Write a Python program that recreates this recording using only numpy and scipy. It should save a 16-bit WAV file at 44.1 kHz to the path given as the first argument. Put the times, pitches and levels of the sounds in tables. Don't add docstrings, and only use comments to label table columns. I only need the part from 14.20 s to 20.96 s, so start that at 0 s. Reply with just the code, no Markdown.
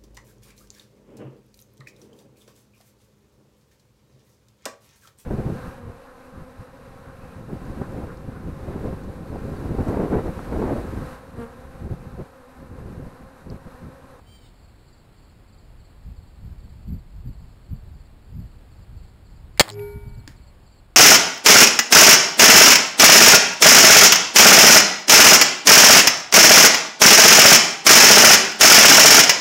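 import sys
import numpy as np
from scipy import signal
from scipy.fft import rfft, irfft, next_fast_len
from scipy.io import wavfile
from scipy.ndimage import uniform_filter1d

SR = 44100
rng = np.random.default_rng(int(sys.argv[2]) if len(sys.argv) > 2 else 0)


def transcribe(u):
    v = np.clip(np.atleast_2d(u).T, -1, 1)
    q = np.round(v * 32767).astype(np.int16)
    wavfile.write(sys.argv[1], SR, q)


N = 298116
T = np.arange(N) / SR
STOP_S = 5.408

# (f/Hz, level/dB, t60/s, build-up/s)
BOW_MODES = [(107.3, 13, 0.26, .09), (151, -12.5, 0.43, .09), (210, 1, .215, .02), (325, 12.5, .17, .03),
             (410.4, -7, 0.64, 0.072), (528, -3, 0.22, .01), (624, -4, 0.15, .01), (740, -3, 0.21, .01),
             (803, -38, 0.65, .01), (820, -39.5, 0.51, .01), (919.5, -39, 1.49, .05), (1087, -6, 0.13, .01),
             (1180, -13.5, 0.15, .01), (1437, -42, 1.35, .05), (1780, -46.5, .6, 0.077),
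             (2290, -39, 1.41, .05)]
STRING_HZ = BOW_MODES[0][0]
# (t/s, level/dB, length/s)
GUSTS = [(1.888, -34.5, 0.065), (1.995, -39, .04), (2.266, -36, .07), (2.724, -27.5, 0.084),
         (2.98, -36.5, 0.086), (3.082, -30.5, 0.061), (3.201, -40.5, 0.09), (3.533, -30, 0.057),
         (3.70, -40, 0.21), (4.192, -33, 0.12), (4.364, -48, 0.09), (4.60, -40.5, 0.033),
         (4.77, -39.5, 0.16), (5.767, -32, 0.036), (5.879, -34, 0.084), (5.98, -35.5, .06),
         (6.107, -43, 0.03)]


def snap(tail_db=23, tail_t60=.06):
    # (t/s, crack level/dB, crack t60/s, thump level/dB)
    blows = [(5.3961, 35, 0.053, 24.5), (5.4015, 33, 0.095, 24), (5.4068, 42, .03, 55.5),
             (5.409, 55.5, 0.023, 42.5)]
    crack_spectrum = [(60, 2.5), (200, 0.5), (310, -9.5), (450, -3.5), (900, -8), (1500, -4.7),
                      (2100, -1.5), (3500, -3.7), (4600, 1.3), (5800, -1.5)]
    stock_modes = [(657, 110, -5), (1200, 130, 3), (1785, 40, 7.5), (2095, 150, 7), (3255, 75, 7),
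                   (4350, 60, 4), (4560, 88, 5.5), (5160, 140, 3.5)]
    limb_modes = [(215, -12.5, 0.021), (625, 0.5, 0.014)]
    crack = np.sqrt(sum((undb(db) * fade(s, t60)) ** 2 for s, db, t60, _ in blows))
    thump = sum(undb(db + mode_db) * fade(s, t60) * np.sin(2 * np.pi * hz * (T - s))
                for s, _, _, db in blows for hz, mode_db, t60 in limb_modes)
    tail = undb(tail_db) * fade(STOP_S, tail_t60)
    return crack * noise(crack_spectrum, stock_modes) + thump + tail * noise(peaks=stock_modes)


def ring():
    age = np.maximum(T - STOP_S, 0)
    out = 0
    for hz, db, t60, build_s in BOW_MODES:
        build_up = 1 - np.exp(-(age / build_s) ** 3)
        out = out + undb(db) * fade(STOP_S, t60) * build_up * np.sin(2 * np.pi * hz * age)
    return out


def buzz(slap_db=24, slap_t60=0.22, sharpness=4.5, clear_s=5.503, clear_t60=.05, graze_db=-15):
    # (f/Hz, level/dB)
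    spectrum = [(150, -15.0), (600, 6.0), (1200, 2), (1600, -7), (2050, -3.5), (3200, -14), (5500, -16)]
    phase = (2 * STRING_HZ * (T - STOP_S)) % 1
    slaps = np.exp(-sharpness * phase)
    contact = (T < clear_s) + fade(clear_s, clear_t60) + undb(graze_db)
    return undb(slap_db) * fade(STOP_S, slap_t60) * contact * slaps * noise(spectrum)


def clicks(width_hz=550, broad_db=-13):
    # (t/s, level/dB, f/Hz, t60/s)
    singles = [(5.3744, -44, 5000, .02), (5.3752, -38.5, 2200, 0.036), (5.4407, 17, 4300, 0.0052),
               (5.593, -42, 2280, 0.034)]
    # (t/s, length/s, level/dB, growth/(dB/s), f/Hz, t60/s)
    rattles = [(5.4818, .024, 3, 120, 3850, 0.0071), (5.5117, .033, -12.5, -520, 5000, 0.021)]
    chatter = [(s + age, db + growth * age, hz, t60) for s, length, db, growth, hz, t60 in rattles
               for age in np.arange(0, length, 1 / STRING_HZ)]
    out = 0
    for s, db, hz, t60 in singles + chatter:
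        grit = rng.standard_normal(N)
        resonance = signal.lfilter(*signal.iirpeak(hz, hz / width_hz, fs=SR), grit)
        out = out + undb(db) * fade(s, t60) * (unit(resonance) + undb(broad_db) * grit)
    return out


def target(scatter_db=-17, scatter_t60=0.26, knock_db=-36, knock_hz=290, knock_t60=0.062):
    strike = (6.0765, -23, 0.0069)
    spectrum = [(100, 5), (350, 3), (700, -6), (1100, -2), (1800, 6.5), (2600, -3.5), (3800, -3.5),
                (5500, 2.5)]
    s, db, t60 = strike
    knock = undb(knock_db) * fade(s, knock_t60) * np.sin(2 * np.pi * knock_hz * (T - s))
    envelope = fade(s, t60) + undb(scatter_db) * fade(s, scatter_t60)
    return knock + undb(db) * envelope * noise(spectrum)


def yard(echo_db=-48, echo_t60=1.1):
    # (f/Hz, level/dB)
    spectrum = [(200, -9.5), (1200, -3), (1850, 9.0), (2600, -6.5), (5500, -1.0), (9000, -22.5)]
    return undb(echo_db) * fade(STOP_S, echo_t60) * noise(spectrum)


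def wind(flutter_db=1.37, flutter_hz=16):
    breeze_curve = [(0, -51), (1.1, -51), (1.8, -45), (2.1, -46.5), (2.5, -38.5), (2.85, -45.5),
                    (4.95, -48), (5.25, -43), (6.2, -45.5), (6.45, -49), (6.76, -53.5)]
    calm_spectrum = [(8, -20), (28, 4.5), (60, 3.5), (120, -3.5), (250, -26), (600, -44), (2000, -80)]
    gust_spectrum = [(8, -25), (30, 2), (70, 2.5), (130, 2), (215, -2), (295, -19.5), (600, -38),
                     (2000, -85)]
    breeze = undb(np.interp(T, *np.transpose(breeze_curve)) + flutter_db * walk(flutter_hz))
    gust_power = sum(undb(db) ** 2 * np.exp(-(2 * (T - s) / length) ** 2) for s, db, length in GUSTS)
    level = np.sqrt(breeze ** 2 + gust_power)
    force = wind_force(20 * np.log10(level))
    rumble = (1 - force) * noise(calm_spectrum) + force * noise(gust_spectrum)
    running_rms = np.sqrt(uniform_filter1d(rumble ** 2, size=3500))
    return level * rumble / running_rms


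def buffets(over_gust_db=5.5, calm_hz=55, gust_hz=130):
    out = 0
    for s, db, _ in GUSTS:
        hz = calm_hz + (gust_hz - calm_hz) * wind_force(db)
        u = (np.pi * hz * (T - s)) ** 2
        pulse = (1 - 2 * u) * np.exp(-np.minimum(u, 50))
        out = out + undb(db + over_gust_db) * pulse
    return out


def wind_force(db, calm_db=-39, full_gust_db=-29):
    return np.clip((db - calm_db) / (full_gust_db - calm_db), .15, 1)


def cricket(chirps, pitch_hz, glide_hz, scrape_hz, stroke_s=0.053, open_s=.04, uneven_db=1, uneven_hz=20):
    progress = np.arange(int(open_s * SR)) / (open_s * SR)
    envelope, hz = np.zeros(N), np.full(N, float(pitch_hz))
    for s, db in chirps:
        for k, (push, detune) in enumerate(rng.standard_normal((3, 2))):
            at = int((s + k * stroke_s - open_s / 2) * SR) + np.arange(len(progress))
            inside = (at >= 0) & (at < N)
            envelope[at[inside]] = (undb(db + uneven_db * push) * np.sin(np.pi * progress))[inside]
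            hz[at[inside]] = (pitch_hz + uneven_hz * detune - glide_hz * progress ** 2)[inside]
    return envelope * np.sin(2 * np.pi * np.cumsum(hz + scrape_hz * walk(500)) / SR)


def crickets(period_s=0.4, direct_db=-0.9, smear_db=-7.5):
    chirp_times = [0.114, .390, .684, .986, 1.286, 1.599, 1.975, 2.395, 2.685, 3.085, 3.453, 3.754, 4.214,
                   4.525, 4.785, 5.064, 5.345, 5.615, 5.888, 6.175, 6.477]
    loudness = [(0, -66), (.4, -62), (1.3, -61.5), (3.4, -63.5), (5.3, -63.5), (5.8, -58.5), (6.76, -59)]
    far_voices = [(4170, -71), (4420, -71), (4720, -72), (5120, -72.5)]
    chirps = [(s, np.interp(s, *np.transpose(loudness))) for s in chirp_times]
    near = cricket(chirps, pitch_hz=4650, glide_hz=606, scrape_hz=120)
    far = 0
    for hz, db in far_voices:
        times = np.cumsum(period_s * rng.uniform(0.7, 1.2, 24)) - rng.uniform(period_s, 2 * period_s)
        far = far + cricket([(s, db) for s in times], pitch_hz=hz, glide_hz=260, scrape_hz=129)
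    return undb(direct_db) * near + undb(smear_db) * scattered(near, t60=.2) + scattered(far, t60=.3)


def bird(rasp_hz=38, wet_db=-9):
    contour = [(.03, 744, -76, 0.29), (.075, 776, -57, 0.18), (.11, 786, -54.5, 0.05),
               (.16, 783, -53.5, 0.14), (.21, 760, -62, 0.28), (.26, 759, -60, 1.02), (.30, 732, -70, .7),
               (.36, 743, -84, 0.46)]
    harmonics = [(3, -15, -9), (4, -4.5, -2), (5, -19, 2.5), (6, -9.5, -3), (7, -16, -6)]
    times, *columns = np.transpose(contour)
    hz, db, rough = (np.interp(T, times, column) for column in columns)
    phase = 2 * np.pi * np.cumsum(hz + rasp_hz * rough * walk(650)) / SR
    voice = sum(undb(clear + rough * (rasp - clear)) * np.sin(k * phase) for k, clear, rasp in harmonics)
    cry = (T < times[-1]) * undb(db) * voice
    return cry + undb(wet_db) * scattered(cry, t60=0.41)


def field(field_db=-56.1, flicker_db=.35, flicker_hz=2.99):
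    spectrum = [(30, -2), (200, 2.5), (450, -4.5), (850, -7.5), (1600, -13), (3000, -18), (3900, -19.5),
                (4500, -17), (5000, -23.5), (5800, -22)]
    level = undb(field_db + flicker_db * walk(flicker_hz))
    return level * unit(lowpass(noise(spectrum), hz=7000, order=4))


def scattered(x, t60):
    paths = fade(0, t60) * rng.standard_normal(N)
    return signal.fftconvolve(x, paths / np.linalg.norm(paths))[:N]


def undb(db):
    return 10 ** (np.asarray(db) / 20)


def unit(x):
    return x / np.sqrt(np.mean(x ** 2))


def fade(start, t60):
    age = T - start
    return (age >= 0) * np.exp(-np.log(1000) * np.maximum(age, 0) / t60)


def walk(rate_hz):
    knots = np.arange(0, T[-1] + 1, 1 / rate_hz)
    return unit(np.interp(T, knots, rng.standard_normal(len(knots))))


def noise(points=None, peaks=()):
    size = next_fast_len(N)
    f = np.maximum(np.arange(size // 2 + 1) * SR / size, 1)
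    power = sum(undb(db) ** 2 / (1 + (2 * (f - hz) / width) ** 2) for hz, width, db in peaks)
    if points is not None:
        hz, db = np.transpose(points)
        power = power + undb(np.interp(np.log(f), np.log(hz), db)) ** 2
    return unit(irfft(rfft(rng.standard_normal(size)) * np.sqrt(power), size)[:N])


def lowpass(x, hz, order):
    return signal.sosfilt(signal.butter(order, hz, fs=SR, output="sos"), x)


def hold(x):
    band = lowpass(x, hz=5550, order=14)
    samples = signal.resample_poly(band, 40, 147, window=("kaiser", 3))
    steps = np.repeat(samples, 4)
    return signal.resample_poly(steps, 147, 160)[:N]


def limiter(x, knee_db=-5, soft_db=3.5, release_db_per_s=285, attack_s=0.00076):
    power = uniform_filter1d(x ** 2, size=64, origin=16)
    level_db = 10 * np.log10(np.maximum(power, 1e-12))
    recovery = release_db_per_s * T
    excess_db = np.maximum.accumulate(level_db - knee_db + recovery) - recovery
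    cut_db = soft_db * np.logaddexp(0, excess_db / soft_db)
    pole = np.exp(-1 / (attack_s * SR))
    return x * undb(-signal.lfilter([1 - pole], [1, -pole], cut_db))


def scene():
    crossbow = snap() + ring() + buzz() + clicks()
    return (crossbow + target() + yard() + crickets() + bird() + wind() + buffets() + field())[None]


def record(dry, ceiling=0.89, top_hz=15500):
    clipped = ceiling * np.tanh(limiter(hold(dry[0])) / ceiling)
    return signal.sosfilt(signal.ellip(8, .2, 70, top_hz, fs=SR, output="sos"), clipped)[None]


dry = scene()
out = record(dry)
transcribe(out)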